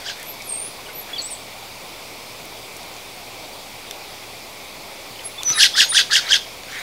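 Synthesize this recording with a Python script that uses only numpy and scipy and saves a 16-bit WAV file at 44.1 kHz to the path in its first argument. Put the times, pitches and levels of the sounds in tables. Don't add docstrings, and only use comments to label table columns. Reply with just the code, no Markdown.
import sys
import numpy as np
from scipy import signal
from scipy.io import wavfile
from scipy.ndimage import uniform_filter1d

SR = 44100
rng = np.random.default_rng(int(sys.argv[2]) if len(sys.argv) > 2 else 0)


def rack_gain(trim_db):
    fader = np.asarray(trim_db, float)
    return 10 ** (fader / 20)


def unload_audio(sound):
    columns = np.transpose(np.atleast_2d(sound))
    steps = np.round(np.clip(columns, -1, 1) * 32767)
    wavfile.write(sys.argv[1], SR, steps.astype(np.int16))


N = 300762
EDGE_HZ = 15770


# t/s, f/Hz, level/dB
STEADY_WHISTLE = [(5.443, 6100, -42), (5.455, 6020, -26), (5.47, 5960, -18.5), (5.49, 5940, -17),
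                  (5.52, 5960, -18.5), (5.525, 6500, -17)]
# start t/s, length/s, level/dB, top f/Hz, end f/Hz
ARCHED_NOTES = [
    (1.129, .05, -27.5, 3440, 2800),
    (5.378, .052, -33, 3550, 2200),
]
# middle t/s, effort level/dB, effort lean/(dB/s), rising voice level/dB, falling voice level/dB
HARSH_CALLS = [
    (.085, -33, 61.5, -36, -32.5),
    (5.629, -11.5, -20, -20, -20.5),
    (5.802, -13.5, -7, -19, -16.5),
    (5.976, -15, 48, -18.5, -19),
    (6.153, -15.5, -16, -19, -17),
    (6.329, -18, 50, -22.5, -20),
]
# offset t/s, f/Hz, level/dB
RISING_VOICE = [(-.032, 1400, -14), (-.021, 1570, 0), (-.007, 1780, -1), (.004, 1890, -17)]
# offset t/s, f/Hz, level/dB
FALLING_VOICE = [(.006, 1730, -9.5), (.014, 1640, -1), (.034, 1532, -11.5), (.045, 1440, -8)]
# t/s, f/Hz, level/dB
MURMUR = [(5.485, 1300, -44), (5.505, 1280, -38), (5.55, 1280, -39), (5.572, 1200, -36)]
# offset t/s, peak level/dB re effort, start f/Hz, end f/Hz, length/s
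CALL_GLIDES = [(-.058, -16, 1150, 1500, .022), (-.054, -11.5, 1600, 2150, 0.0197),
               (-.012, -1.5, 3440, 3200, 0.0069), (.009, -1.5, 2350, 1770, .007),
               (.008, -9, 2270, 2000, 0.012), (0.014, 3.5, 3360, 3300, 0.0044),
               (0.018, -7.5, 1850, 2010, .018)]
# offset t/s, level/dB re effort, start f/Hz, end f/Hz, length/s
SWOOP_GLIDE = (-.001, 8, 3600, 2450, .0095)
# t/s, peak level/dB, start
# f/Hz, end f/Hz, length/s
VOICE_CRACKS = [(0.054, -31.5, 4650, 4780, .02), (5.586, -20, 1816, 1660, .019),
                (5.597, -11, 3980, 4500, 0.016), (5.601, -17, 2610, 3065, 0.0155),
                (5.623, -8.5, 5830, 5340, 0.0095), (5.734, -23, 3300, 3600, .022),
                (5.736, -27, 5100, 5170, 0.026), (5.835, -37, 13200, 13250, .03),
                (5.913, -22, 3850, 3560, 0.016), (6.11, -25, 4300, 4544, 0.011),
                (6.116, -17.5, 1740, 1630, 0.012), (6.131, -13, 4580, 4600, 0.0044),
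                (6.267, -22, 3980, 3870, 0.0065), (6.307, -12, 4830, 4750, 0.0076),
                (6.318, -6.5, 3480, 3150, .008), (6.328, -10, 3610, 2380, 0.0092),
                (5.965, -8.5, 3615, 3380, 0.012), (6.132, -24, 9320, 9500, .01),
                (6.34, -8, 3370, 3160, 0.0075), (0.065, -34, 3080, 3440, .012),
                (6.353, -15, 3310, 3770, 0.012)]
# t/s, peak level/dB, start f/Hz, end f/Hz, length/s
FAINT_PEEPS = [(.4, -32.5, 2263, 2230, 0.0188), (0.786, -37.5, 1037, 1000, 0.02),
               (.859, -37.5, 2980, 2900, .018), (0.881, -37, 1530, 1430, 0.0225),
               (0.897, -36, 2080, 2150, .013), (1.272, -37.5, 5650, 5540, .028),
               (3.528, -37, 4700, 4500, 0.0124), (5.157, -36, 3050, 3000, .008),
               (5.191, -31, 3050, 3050, .007), (5.407, -36.5, 1090, 1020, .015),
               (6.786, -38, 6400, 6400, .014)]


def callers():
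    near = np.zeros(N)
    low_voices = [MURMUR]
    add(near, *voice(STEADY_WHISTLE, overtones_db=[-30], flutter_db=0.0, flutter_hz=90, jitter=0.0032))
    for row in ARCHED_NOTES:
        add(near, *voice(arch(*row), overtones_db=[-30], flutter_db=2.6, flutter_hz=120, jitter=0.004))
    for middle, effort_db, lean_db, rising_db, falling_db in HARSH_CALLS:
        low_voices.append(np.add(RISING_VOICE, (middle, 0, rising_db)))
        low_voices.append(np.add(FALLING_VOICE, (middle, 0, falling_db)))
        add(near, *rasp(throat_moves(middle, effort_db, lean_db)))
        for offset, db, *glide in CALL_GLIDES + [SWOOP_GLIDE]:
            add(near, *chirp(middle + offset, effort_db + db, *glide))
    for rows in low_voices:
        add(near, *voice(rows, overtones_db=[-7.5, -5, -6, -25], flutter_db=4.0, flutter_hz=189, jitter=0.038))
        add(near, *hoarse(rows))
    for row in VOICE_CRACKS + FAINT_PEEPS:
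        add(near, *chirp(*row))
    return near


# offset t/s, level/dB
CALL_EFFORT = [(-.05, -30), (-.04, -9), (-.022, -3.5), (.005, 0.5), (.036, -2.5), (.047, -15), (0.067, -25)]


def throat_moves(middle, effort_db, lean_db):
    shut_hz, open_hz = 4447, 5470
    gape_at_s, gape_s = -0.0019, 0.0273
    at, shape_db = np.transpose(CALL_EFFORT)
    t = np.linspace(at[0], at[-1], num=60)
    db = np.interp(t, at, shape_db)
    gape = np.exp(-((t - gape_at_s) / gape_s) ** 2)
    upper_hz = shut_hz + (open_hz - shut_hz) * gape
    upper_db = 0.4 - 0.3 * db
    return np.c_[middle + t, effort_db + db + lean_db * t, upper_hz, upper_db]


# f/Hz (or factor on the upper resonance if below 10), width/Hz, air level/dB, squeaks/(1/s)
THROAT_RESONANCES = [(3348, 1110, -3, 380), (0.957, 1550, -2.5, 475), (1.348, 2200, -13.5, 400),
                     (8750, 1900, -16, 0), (11510, 1800, -22, 0), (15000, 1500, -33, 0)]


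def rasp(rows):
    s, edge, (effort_db, upper_hz, upper_db) = unroll(rows)
    air = rng.standard_normal(len(edge)) * rack_gain(1.61 * wobble(len(edge), hz=220))
    throat = 0
    for k, (f, width, db, per_s) in enumerate(THROAT_RESONANCES):
        centre_hz = f * (upper_hz if f < 10 else np.ones(len(edge)))
        band = evened(resonate(air, centre_hz, width))
        band = band + rack_gain(-2.5) * squeaks(centre_hz, width, per_s)
        bright_db = 0.53 * (effort_db + 18.0) * (centre_hz > 8000)
        level = rack_gain(db + bright_db + (upper_db if k else 0))
        throat = throat + (-1) ** k * level * band
    return s, edge * rack_gain(effort_db - 2.5) * throat


def squeaks(centre_hz, width, per_s):
    out = np.zeros(len(centre_hz))
    draws = rng.random((80, 4))[:int(per_s * len(out) / SR)]
    for place, pitch, size, length in draws:
        hz = centre_hz[int(place * len(out))] + width * 1.33 * (pitch - 0.5)
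        glide = 1 + 0.114 * np.tanh(6.2 * (0.45 - place))
        add(out, *chirp(place * len(out) / SR, -14 * size, hz, hz * glide, 0.005 + 0.011 * length))
    return evened(out)


def voice(rows, overtones_db, flutter_db, flutter_hz, jitter):
    s, edge, (hz, db) = unroll(rows)
    turns = 2 * np.pi * np.cumsum(hz * (1 + jitter * wobble(len(hz), hz=500))) / SR
    tone = np.sin(turns)
    for k, over_db in enumerate(overtones_db, 2):
        patchy = rack_gain(over_db + 1.5 * wobble(len(hz), hz=130)) * (k * hz < EDGE_HZ)
        tone = tone + patchy * np.sin(k * turns)
    flutter = flutter_db * np.minimum(wobble(len(hz), flutter_hz), 1)
    return s, np.sqrt(2) * edge * rack_gain(db + flutter) * tone


def hoarse(rows):
    s, edge, (hz, db) = unroll(rows)
    air = resonate(rng.standard_normal(len(hz)), 1.15 * hz, 350)
    return s, edge * rack_gain(db - 11.0) * evened(air)


def chirp(s, db, start_hz, end_hz, length):
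    u = np.linspace(0, 1, int(length * SR))
    unsteady_db = 4.9 * np.sin(2 * np.pi * (rng.random() + 210 * length * u))
    level = np.sin(np.pi * u ** 0.99) * rack_gain(db + unsteady_db)
    hz = start_hz + (end_hz - start_hz) * u
    return s, level * np.sin(2 * np.pi * np.cumsum(hz) / SR)


def arch(start, length, db, top_hz, end_hz):
    top_at, rise, droop, end_db = 0.45, 0.04, 2.2, -7
    u = np.linspace(0, 1, num=24)
    before = np.maximum(1 - u / top_at, 0)
    after = np.maximum(u - top_at, 0) / (1 - top_at)
    hz = top_hz * (1 - rise * before ** 2) + (end_hz - top_hz) * after ** droop
    return np.c_[start + length * u, hz, db + end_db * u ** 2]


# t/s, f/Hz, level/dB
THIN_WHISTLES = [
    [(.44, 11100, -48), (.466, 11850, -40), (.48, 9250, -37), (.502, 8600, -29), (.553, 8520, -32),
     (.603, 8960, -31), (.63, 9280, -32), (.66, 10000, -34), (.705, 10620, -48)],
    [(.25, 11700, -50), (.276, 12120, -40), (.308, 12200, -34), (.335, 12150, -50)],
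    [(.93, 11450, -48), (.955, 12000, -41), (1.0, 12000, -39), (1.014, 11250, -42), (1.035, 11900, -50)],
    [(1.216, 6000, -40), (1.222, 7780, -35), (1.252, 7760, -30), (1.265, 8250, -34), (1.28, 8300, -45)],
    [(5.525, 6900, -30), (5.534, 3950, -27), (5.55, 3830, -34), (5.585, 3800, -36)],
    [(5.885, 7900, -34), (5.893, 9600, -25), (5.92, 9150, -26), (5.958, 9050, -31), (6.0, 10000, -37)],
]
# start t/s, length/s, level/dB, f/Hz, place of the peak 0-1
HELD_NOTES = [
    (5.24, .05, -30, 10600, .4),
    (5.303, .024, -44, 10600, .5),
    (5.532, .093, -25, 10700, .62),
    (5.82, .066, -25, 6610, .4),
    (5.88, .07, -41, 6560, .2),
]
# start t/s, length/s, level/dB, top f/Hz, rest f/Hz
FLICKED_NOTES = [
    (1.178, .035, -28, 4750, 4040),
    (1.301, .048, -33, 9600, 7620),
    (5.559, .028, -33, 9350, 7500),
]
# f/Hz, t60/s
LEAF_DECAY = [(1000, .09), (4000, .1), (12000, .11)]


def whistlers():
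    far = np.zeros(N)
    notes = THIN_WHISTLES + [held(*row) for row in HELD_NOTES] + [flick(*row) for row in FLICKED_NOTES]
    for rows in notes:
        add(far, *voice(rows, overtones_db=[-30], flutter_db=3.4, flutter_hz=100, jitter=0.004))
    return far + rack_gain(-4) * echo(far, LEAF_DECAY)


def held(start, length, db, hz, peak):
    ends_db = db - 16
    return [(start, hz, ends_db), (start + peak * length, hz, db), (start + length, hz, ends_db)]


def flick(start, length, db, top_hz, rest_hz):
    leap_s, leap_from, start_db, end_db = 0.006, 0.68, -6, -10
    t = np.linspace(0, length, num=40)
    leap = np.maximum(1 - t / leap_s, 0)
    sag = np.clip((t - leap_s) / (length - leap_s), 0, 1)
    hz = rest_hz + (top_hz - rest_hz) * (1 - sag) ** 1.6 - top_hz * (1 - leap_from) * leap
    return np.c_[start + t, hz, db + start_db * leap + end_db * sag ** 6]


# t/s, peak level/dB, low edge f/Hz, high edge f/Hz, share of tray ring
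BEAK_TICKS = [(.198, -24, 4040, 12100, 0.1), (0.2295, -17.5, 5000, 14000, .1),
              (.31, -27, 12000, 15500, .05), (0.4218, -19, 3500, 9000, 0.14),
              (2.455, -25, 8000, 15000, .05), (2.766, -24, 4000, 8000, .05), (2.77, -24, 7500, 15000, .05),
              (2.831, -28, 5000, 10000, .05), (2.94, -28, 4500, 7000, .05), (2.966, -26, 4500, 7000, .05),
              (1.22, -30, 5500, 7500, .05), (3.9107, -13, 1400, 11000, 0.35),
              (5.205, -34, 9000, 13100, .05), (5.433, -12, 3200, 9400, 0.17),
              (5.4925, -18.5, 3000, 11800, .2), (5.502, -10.5, 1200, 9000, 0.27),
              (5.512, -21, 500, 8060, .3), (6.635, -25.5, 1500, 4030, 0.35)]
# t/s, level/dB, f/Hz, t60/s
TRAY_THUDS = [
    (5.432, -35, 240, .03),
    (5.502, -26, 210, .05),
    (5.5, -32, 120, .08),
    (5.512, -31, 620, .02),
]


def pecks():
    out = np.zeros(N)
    t = np.arange(3000) / SR
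    for row in BEAK_TICKS:
        add(out, *tick(*row))
    for s, db, hz, t60 in TRAY_THUDS:
        body = evened(resonate(rng.standard_normal(len(t)), hz, 0.66 * hz))
        add(out, s, rack_gain(db - 60 * t / t60) * body)
    return out


# f/Hz, level/dB, t60/s
TRAY_MODES = [(2190, -6, 0.013), (3600, 1, 0.014), (5860, 1, 0.0064)]


def tick(s, db, low_hz, high_hz, ring):
    t = np.arange(600) / SR
    band = signal.butter(2, [low_hz, min(high_hz, EDGE_HZ)], "band", fs=SR)
    strike = rng.standard_normal(600) + 3.5 * (t == 0)
    snap = signal.lfilter(*band, strike * rack_gain(-60 * t / 0.0082))
    tray = sum(rack_gain(d - 60 * t / t60) * np.sin(2 * np.pi * hz * t) for hz, d, t60 in TRAY_MODES)
    return s, rack_gain(db) * (snap / abs(snap).max() + ring * tray)


# start t/s, rise/s, hold/s, fall/s, level/dB
WING_STROKES = [
    (0.0, .001, 0.051, .01, -40),
    (.14, 0.0346, 0.043, .06, -41),
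    (1.07, 0.0342, .03, .004, -41.5),
    (5.17, 0.064, .015, .055, -44),
    (5.473, 0.083, 0.022, .02, -28.5),
    (6.19, 0.018, 0.078, 0.021, -30),
    (6.672, .025, .14, 0.0086, -35.5),
]
# f/Hz, level/(dB per Hz)
FEATHER_COLOUR = [(700, -30), (1150, -11), (1550, 0), (2150, -1), (2800, -9), (3600, -6), (6500, -12),
                  (12000, -26)]


def rustle():
    level = np.zeros(N)
    for start, rise, hold, fall, db in WING_STROKES:
        times = start + np.cumsum([0, rise, hold, fall])
        stroke = np.c_[times, db - 10 * np.array([1, 0, 0, 1])]
        s, edge, (stroke_db,) = unroll(stroke)
        add(level, s, edge * rack_gain(stroke_db))
    return level * noise(FEATHER_COLOUR, patch_db=4.0) * rack_gain(1.34 * wobble(N, hz=60))


# f/Hz, level/(dB per Hz)
HISS_COLOUR = [(20, 7), (55, -12.5), (130, -7.5), (300, -5), (700, -0.5), (1050, -4.5), (1700, -13.5),
               (2300, -2), (2950, -10), (3500, -6), (4050, -8.5), (4650, -7), (6500, -14.5), (15500, -19.5)]
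# f/Hz, rms level/dB
MACHINE_TONES = [(403.7, -61)]


def floor():
    hum_hz = 110 + 2.63 * wobble(N, hz=4.8)
    hum = rack_gain(-55.5 + 2.5 * wobble(N, hz=5)) * np.sin(2 * np.pi * np.cumsum(hum_hz) / SR)
    for hz, db in MACHINE_TONES:
        level = np.sqrt(2) * rack_gain(db + 3 * wobble(N, hz=3))
        drifting_hz = hz + 1.5 * wobble(N, hz=4)
        hum = hum + level * np.sin(2 * np.pi * np.cumsum(drifting_hz) / SR)
    return rack_gain(-36.5) * noise(HISS_COLOUR, patch_db=0.92) + hum


def noise(colour, patch_db):
    frames, hz = N // 256 + 5, np.fft.rfftfreq(1024, 1 / SR)
    a, b, patches = rng.standard_normal((frames, 513, 3)).T
    patches = uniform_filter1d(patches, size=12, axis=0)
    patches = evened(uniform_filter1d(patches, size=12, axis=1))
    z = (a + 1j * b) * rack_gain(read(colour, hz)[:, None] + patch_db * patches)
    return evened(signal.istft(z, nperseg=1024, noverlap=768)[1][:N])


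# f/Hz, t60/s
TREE_DECAY = [(1000, 0.24), (4000, 0.38), (12000, 0.45)]


def trees(sound):
    return rack_gain(-13.5) * echo(sound, TREE_DECAY)


def echo(x, decays):
    at = np.arange(160, 22000, 20)
    taps = np.zeros(22050)
    taps[at + rng.integers(0, 20, len(at))] = rng.choice([-1., 1.], len(at))
    hz, t, z = signal.stft(taps, SR, nperseg=256)
    tail = signal.istft(z * rack_gain(-60 * t / read(decays, hz)[:, None]), SR, nperseg=256)[1]
    return signal.fftconvolve(x, tail / np.linalg.norm(tail))[:N]


def resonate(x, hz, width):
    turn = np.exp(2j * np.pi * np.cumsum(hz * np.ones(len(x))) / SR)
    r = np.exp(-np.pi * width / SR)
    return 2 * (turn * signal.lfilter([(1 - r) ** 2], [1, -2 * r, r * r], x / turn)).real


def wobble(count, hz):
    size = max(int(SR / hz / 2), 1)
    drift = uniform_filter1d(rng.standard_normal(count + 4000), size)
    return evened(uniform_filter1d(drift, size))[:count]


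def unroll(rows):
    s, *columns = np.transpose(rows)
    t = np.arange(s[0], s[-1], 1 / SR)
    edge = np.clip(np.minimum(t - s[0], s[-1] - t) / 0.0012, 0, 1)
    return s[0], edge, [np.interp(t, s, c) for c in columns]


def evened(x):
    return x / np.sqrt(np.mean(x ** 2) + 1e-20)


def read(points, hz):
    f, value = np.transpose(points)
    return np.interp(np.log(hz + 1), np.log(f + 1), value)


def add(mix, s, sound):
    part = mix[round(s * SR):][:len(sound)]
    part += sound[:len(part)]


def scene():
    close = callers() + pecks()
    far = whistlers()
    return (close + far + trees(close + 0.94 * far) + rustle() + floor())[None]


def band_limit(x):
    return signal.sosfilt(signal.butter(12, 16570, fs=SR, output="sos"), x)


def record(dry):
    thin = signal.lfilter(*signal.butter(3, 44, "high", fs=SR), dry)
    limited = 1.253 * np.tanh(thin / 1.248)
    lowpass = signal.firwin(1023, EDGE_HZ, window=("kaiser", 10), fs=SR)
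    band = signal.oaconvolve(limited, lowpass[None], "same")
    return band_limit(np.clip(band + 0.002, -1, 1))


dry = scene()
out = record(dry)
unload_audio(out)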